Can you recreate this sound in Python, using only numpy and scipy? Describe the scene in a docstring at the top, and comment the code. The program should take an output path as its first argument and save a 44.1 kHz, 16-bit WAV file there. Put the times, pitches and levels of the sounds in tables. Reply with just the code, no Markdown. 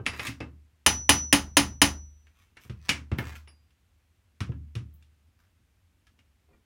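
"""Chiselling off wall tiles

A hammer drives a steel chisel behind old tiles in a small bare room. Five hard blows crack into
the tile bed, boom in the wall, set the steel singing and overload the microphone. Around them
the edge scrapes through mortar, loose tile clacks and pieces are put down with dull knocks,
over a faint rumble and hiss."""
import sys
import numpy as np
from scipy import signal
from scipy.fft import next_fast_len
from scipy.io import wavfile
from scipy.ndimage import uniform_filter1d

SR = 44100
rng = np.random.default_rng(int(sys.argv[2]) if len(sys.argv) > 2 else 0)


def dump_mix(stems):
    """Bounce the given channels to the path in sys.argv[1] as a 16-bit WAV at rate SR."""
    frames = np.atleast_2d(stems).T  # one column per channel
    limited = np.clip(frames, -1, 1)  # hard clip at full scale
    pcm = np.round(limited * 32767).astype(np.int16)
    wavfile.write(sys.argv[1], SR, pcm)


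N = 293265
T = np.arange(SR) / SR  # one second of time after a hit


def amp(db):
    """Decibels to gain."""
    return 10 ** (np.asarray(db) / 20)


def curve(points, hz):
    """Joins (frequency, value) points on a log-frequency axis."""
    point_hz, value = np.transpose(points)
    return np.interp(np.log(hz + 1), np.log(point_hz), value)


def level(x, db):
    """Sets the rms of the first 40 ms of a hit."""
    return amp(db) * x / np.sqrt(np.mean(x[:round(.04 * SR)] ** 2) + 1e-20)


def add(mix, s, sound):
    """Mixes a sound in at time s."""
    part = mix[max(round(s * SR), 0):][:len(sound)]
    part += sound[:len(part)]


def colour(x, spectrum, tilt_db=0, peaks=()):
    """Minimum-phase EQ: a spectrum, a tilt per octave and (centre, width, gain) resonances."""
    size = next_fast_len(len(x) + 8192)
    hz = abs(np.fft.fftfreq(size, 1 / SR))
    db = curve(spectrum, hz) + tilt_db * np.log2(np.maximum(hz, 400) / 2500)
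    for centre, width, peak_db in peaks:
        db = db + peak_db / (1 + ((hz - centre) / width) ** 2)
    response = np.exp(np.conj(signal.hilbert(np.log(amp(db)))))
    return np.fft.ifft(np.fft.fft(x, size) * response).real[:len(x)]


def ring(modes, rise_s):
    """Decaying modes that take a moment to build up in the room."""
    waves = sum(amp(db - 60 * T / t60) * np.sin(2 * np.pi * (hz * T + rng.random()))
                for hz, db, t60 in modes)
    return waves * (1 - np.exp(-T / rise_s))


# Reverb of the bare room: (frequency [Hz], T60 [s])
ROOM_DECAY = [(80, 0.24), (200, 0.5), (450, .24), (1100, 0.25), (3000, 0.18), (6000, 0.21), (10000, .17),
              (16000, 0.2)]
def room(early, early_s):
    """A click as the room returns it: a dense volley off the corner walls, then a short tail."""
    hz, t, noise = signal.stft(rng.standard_normal(SR), SR, nperseg=256)
    decay = amp(-60 * t / curve(ROOM_DECAY, hz)[:, None])
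    tail = signal.istft(noise * decay, SR, nperseg=256)[1][:SR]
    return tail * (1 + early * np.exp(-T / early_s))


# Room tone, low and high layer: (frequency [Hz], level [dB])
RUMBLE_EQ = [(20, -38), (33, -28.5), (48, -11.5), (62, -6), (80, -2.5), (100, -9.5), (135, -23), (300, -35),
             (1000, -71)]
HISS_EQ = [(88, -28), (150, -2.5), (231, -4.5), (431, -13), (941, -14.5), (2550, -15), (4950, -22),
           (6140, -22), (15100, -27.5), (16000, -33)]
def room_tone(rumble_db=-67.5, hiss_db=-75.5):
    """A low rumble gathered by the room's standing waves, under faint hiss."""
    rumble = colour(rng.standard_normal(N), RUMBLE_EQ)
    hiss = colour(rng.standard_normal(N), HISS_EQ)
    return amp(rumble_db) * rumble / rumble.std() + amp(hiss_db) * hiss / hiss.std()


# Low body of a knock: (frequency [Hz], level [dB])
THUD_EQ = [(25, -31.5), (38, -23), (52, -6.5), (80, 0), (120, 2), (170, -5), (270, -5.5), (430, -18.5),
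           (900, -33.5), (3000, -73)]
# The room's bass hangover: (frequency [Hz], level [dB], T60 [s])
STANDING_WAVES = [(74.58, 5.5, 0.73), (97, -14, .45)]
def thud(db, hollow_db=0, boom_db=0, wet=.07, standing_db=-11):
    """A push on the hollow wall booms for a few cycles and wakes the room's standing waves."""
    push = wet * room(early=.83, early_s=.011) / 2
    push[0] += .6  # the wall gives way
    push[round(.0085 * SR)] += 1  # a stronger swing follows
    body = colour(push, THUD_EQ, peaks=[(116, 50, boom_db), (277, 26, hollow_db)])
    softened = np.convolve(body, np.hanning(64))[:SR]
    return level(softened, db) + level(ring(STANDING_WAVES, rise_s=.12), db + standing_db)


def floor_bumps(per_s=4):
    """Shifting weight bumps the floor faintly at chance moments."""
    hits = rng.random(N) < per_s / SR
    strength = amp(rng.uniform(-6, 2, N))
    return signal.oaconvolve(hits * strength, thud(-75, wet=.1, standing_db=-10.5))[:N]


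# Clink of loose tile: (ratio to its pitch, level [dB], T60 [s])
SHARD_MODES = [(1, -9, 0.11), (1.038, 0, .12), (1.29, 3, .13), (1.362, -18.5, .16), (1.6, -15, 0.033),
               (2.45, -11, 0.092)]
def shard(hz, db):
    """A loose piece of tile rings at its own pitch."""
    modes = [(ratio * hz, mode_db, t60) for ratio, mode_db, t60 in SHARD_MODES]
    return level(ring(modes, rise_s=.00028), db)


def chips(stroke, per_s=54, centre_hz=1814, spread_octaves=.2):
    """Chips of chance size and pitch break off, as loud as the stroke that frees them."""
    out = np.zeros(SR)
    for slot, (jitter, size, pitch) in enumerate(rng.random((per_s, 3))):
        s = (slot + jitter) / per_s
        force = stroke[int(s * SR)]
        if force > .1:
            hz = centre_hz * 2 ** (spread_octaves * (2 * pitch - 1))
            add(out, s, force * shard(hz, db=-22 + 21 * size))
    return out


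# Crunch of mortar: (frequency [Hz], level [dB])
GRIT_EQ = [(150, -9.5), (700, -3.5), (1200, 3), (1700, 1.5), (2800, 0), (4200, -6.5), (6200, -8.5),
           (8500, -14.5), (15500, -16)]
# Scrapes and trickles: (peak time [s], swell [s], fade [s], level [dB], tilt [dB/octave])
SCRAPE_CUES = [(0.26, 0.047, 0.023, -37.5, 0), (2.42, 0.057, 0.056, -68, 1),
               (2.616, 0.0068, 0.035, -58, 3.5), (2.862, 0.031, 0.026, -57, 0),
               (3.185, 0.0023, 0.006, -42, 10.5), (3.279, 0.044, 0.039, -48, -0.5),
               (3.356, 0.0036, 0.016, -48.5, 1.5), (4.94, 0.0019, 0.0042, -49, 31),
               (5.399, .012, 0.043, -70.5, 1), (6.531, 0.0267, 0.0182, -64.5, -14)]
def scrapes(grains_per_s=800, spread_db=6):
    """The edge scrapes through mortar: swarms of tiny, uneven fractures and a few ringing chips."""
    out = np.zeros(N)
    t = T - .25  # time from the stroke's peak
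    for s, swell_s, fade_s, db, tilt_db in SCRAPE_CUES:
        stroke = np.exp(-np.where(t < 0, -t / swell_s, t / fade_s))
        fractures = rng.random(SR) < grains_per_s / SR
        sizes = amp(spread_db * np.minimum(rng.exponential(1, SR), 3))
        grains = fractures * sizes * rng.choice([-1, 1], SR)
        echoed = signal.fftconvolve(grains * stroke, room(early=5.6, early_s=.00065))[:SR]
        grit = colour(echoed, GRIT_EQ, tilt_db)
        loudest = np.sqrt(uniform_filter1d(grit ** 2, size=882).max() + 1e-20)  # 20 ms rms
        coarse = amp(-2 * max(tilt_db, 0))  # fine, bright dust carries hardly any chips
        add(out, s + t[0], amp(db) * (grit / loudest + coarse * chips(stroke)))
    return out


# Snap of a light contact: (frequency [Hz], level [dB])
CLACK_EQ = [(100, -8.5), (300, -3), (650, -5.5), (1300, -1), (2200, 1), (3000, 1), (4300, -8), (5500, -9),
            (8000, -16.5), (10000, -17), (12500, -32), (15500, -31)]
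# Steely tint from the chisel: (centre [Hz], width [Hz], gain [dB])
TOUCH_PEAKS = [(2680, 200, 2.5), (5480, 120, 3)]
def clack(db, tilt_db, piece_hz, direct=8):
    """A hard, light contact in the room, coloured by the steel and by the piece's own pitch."""
    paths = room(early=1.21, early_s=.004)
    paths[0] += direct  # the direct tick stands ahead of the echoes
    return level(colour(paths, CLACK_EQ, tilt_db, peaks=TOUCH_PEAKS + [(piece_hz, 220, 5)]), db)


# Dull knocks: (time [s], thud level [dB], hollowness [dB], rattle level [dB], tilt [dB/octave])
PUT_DOWN_CUES = [(0.0, -39.5, -16, -47, -13), (0.284, -38, 9.5, -52, 6), (0.404, -39.5, 7.5, -45, -2.5),
                 (2.651, -55, 1, -65, -5.5), (2.697, -36, -30.5, -54, -0.5), (3.116, -27, -3, -42.5, -5),
                 (3.187, -32.5, -11, -48, -6), (4.405, -30.5, 4, -41, 0), (4.493, -30.5, 1.5, -64, -12.5),
                 (4.753, -31.5, -9, -48, 1.5)]
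def pieces_put_down(piece_hz=1214):
    """Big pieces land softly: mostly thud, with a low-pitched rattle of tile on top."""
    out = np.zeros(N)
    for s, db, hollow_db, rattle_db, tilt_db in PUT_DOWN_CUES:
        add(out, s, thud(db, hollow_db, boom_db=5.5, wet=.065, standing_db=-19.5))
        add(out, s, clack(rattle_db, tilt_db, piece_hz, direct=2))
        add(out, s, shard(piece_hz, rattle_db - 14.5))
    return out


# Tile against tool: (time [s], level [dB], tilt [dB/octave], shard pitch [Hz])
CLACK_CUES = [(0.0639, -29.5, 0, 2066), (0.135, -45.5, -3, 2040), (0.195, -36.5, -2, 1966),
              (0.269, -38, 3.5, 2007), (0.408, -41.5, -9.5, 2040), (2.269, -68, 0, 1756),
              (2.5695, -55, -0.5, 1720), (2.8918, -24.5, 2, 2250), (3.186, -34, -5.5, 1668),
              (3.475, -59.5, -3.5, 2230), (3.707, -77.5, 3, 2120), (4.519, -60, -5, 1298),
              (5.025, -71, 4.5, 2736), (6.069, -68.5, 2.5, 1307), (6.19, -69, 1, 2190)]
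def tile_clacks(graze_s=.0061):
    """An edge grazes, then the piece lands with a clack and a clink over a small thud."""
    out = np.zeros(N)
    for s, db, tilt_db, shard_hz in CLACK_CUES:
        add(out, s - graze_s, clack(db - 21.5, tilt_db, shard_hz))
        add(out, s, clack(db, tilt_db, shard_hz) + shard(shard_hz, db - 6))
        add(out, s, thud(db - 11, hollow_db=8.5, boom_db=2, wet=.17, standing_db=-13.5))
    return out


# Ring of the free steel: (frequency [Hz], level [dB], T60 [s])
PING_MODES = [(4830, -8, .45), (5373, -2, .13), (9950, 0, .15)]
# Touches on the steel: (time [s], level [dB])
PING_CUES = [(.065, -47), (.197, -57), (3.478, -62)]
def chisel_pings():
    """The free chisel pings when it is touched."""
    out = np.zeros(N)
    for s, db in PING_CUES:
        add(out, s, level(ring(PING_MODES, rise_s=.0045), db))
    return out


# Ring of the gripped steel: (frequency [Hz], level [dB], T60 [s])
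SINGING_MODES = [(5924, 0, .6), (5929, -8, .5), (5110, -25, .45)]
def chisel_singing(db, length_s, flutter_db=.5, flutter_s=.039):
    """The held chisel sings, fluttering a little, until it fades or the hammer lands again."""
    knots = np.arange(0, 1, flutter_s)
    flutter = amp(flutter_db * np.interp(T, knots, rng.standard_normal(len(knots))))
    return level(ring(SINGING_MODES, rise_s=.0027) * flutter, db) * (T < length_s)


# Crack of the tile bed: (frequency [Hz], level [dB])
CRACK_EQ = [(120, -23.5), (300, -5.5), (480, -6), (850, -1.5), (1400, -2), (2600, -1.5), (4000, -3.5),
            (5600, -8.5), (7100, -7), (7900, -17), (10700, -7.5), (11700, -18), (15500, -18.5)]
# Broad steel resonances, damped while the edge bites: (centre [Hz], width [Hz], gain [dB])
BITE_PEAKS = [(2960, 190, 5.5), (5150, 150, 8), (6310, 260, 5), (9586, 630, 11.5)]
# Bright ring of the tile, deep boom of the wall: (frequency [Hz], level [dB], T60 [s])
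TILE_MODES = [(829, -5, .17), (856, 0, .2), (1010, -4, .17), (1240, -7, .17), (1833, -3, .18),
              (1895, -7, .22), (2025, -4, .17), (2107, -5, .16), (2485, -2, .15), (2610, -3, .15),
              (2907, 1, .15), (3025, -3, .15), (3072, 0, .15), (3625, -7, .15), (5060, -3, .17),
              (6395, -4, .17), (9620, -2, .12)]
WALL_MODES = [(50, -29.5, 1), (118.7, -15.5, 0.092), (203.2, -11, 0.3), (283.3, 2, 0.18), (337, -12, 0.2),
              (552, -14, 0.18)]
# The five hits: (time [s], crack level [dB], wall level [dB], chisel level [dB])
BLOW_CUES = [(0.863, -17, -37, -28.5), (1.0923, -14.5, -27.5, -27), (1.327, -16, -21.5, -41),
             (1.569, -15.5, -21, -41.5), (1.8168, -15, -23.5, -35)]
def hammer_blows():
    """Each blow cracks the mortar, rings tile and wall, and leaves the chisel singing."""
    out = np.zeros(N)
    same_spot = room(early=1.7, early_s=.0065)
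    gaps = np.diff([cue[0] for cue in BLOW_CUES], append=N / SR)
    for (s, crack_db, wall_db, chisel_db), gap_s in zip(BLOW_CUES, gaps):
        paths = same_spot + .5 * room(early=1.1, early_s=.008)  # the edge shifts between blows
        add(out, s, level(colour(paths, CRACK_EQ, peaks=BITE_PEAKS), crack_db))
        add(out, s, level(ring(TILE_MODES, rise_s=.0007), crack_db - 8.5))
        add(out, s, level(ring(WALL_MODES, rise_s=.0052), wall_db))
        add(out, s, chisel_singing(chisel_db, gap_s))
        add(out, s, thud(crack_db - 14.5, boom_db=1, wet=.12, standing_db=-14.5))
    return out


def scene():
    """All layers meet at one microphone."""
    work = hammer_blows() + tile_clacks() + chisel_pings() + pieces_put_down() + scrapes()
    return (work + floor_bumps() + room_tone())[None]


def record(dry, ceiling=.51, cutoff_hz=16000):
    """The overloaded input flattens the first peaks of each blow; a low-pass trims the top."""
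    clipped = dry / (1 + (dry / ceiling) ** 6) ** (1 / 6)
    lowpass = signal.firwin(255, cutoff_hz, window=("kaiser", 8), fs=SR)
    return signal.oaconvolve(clipped, lowpass[None], "same")


dry = scene()
out = record(dry)
dump_mix(out)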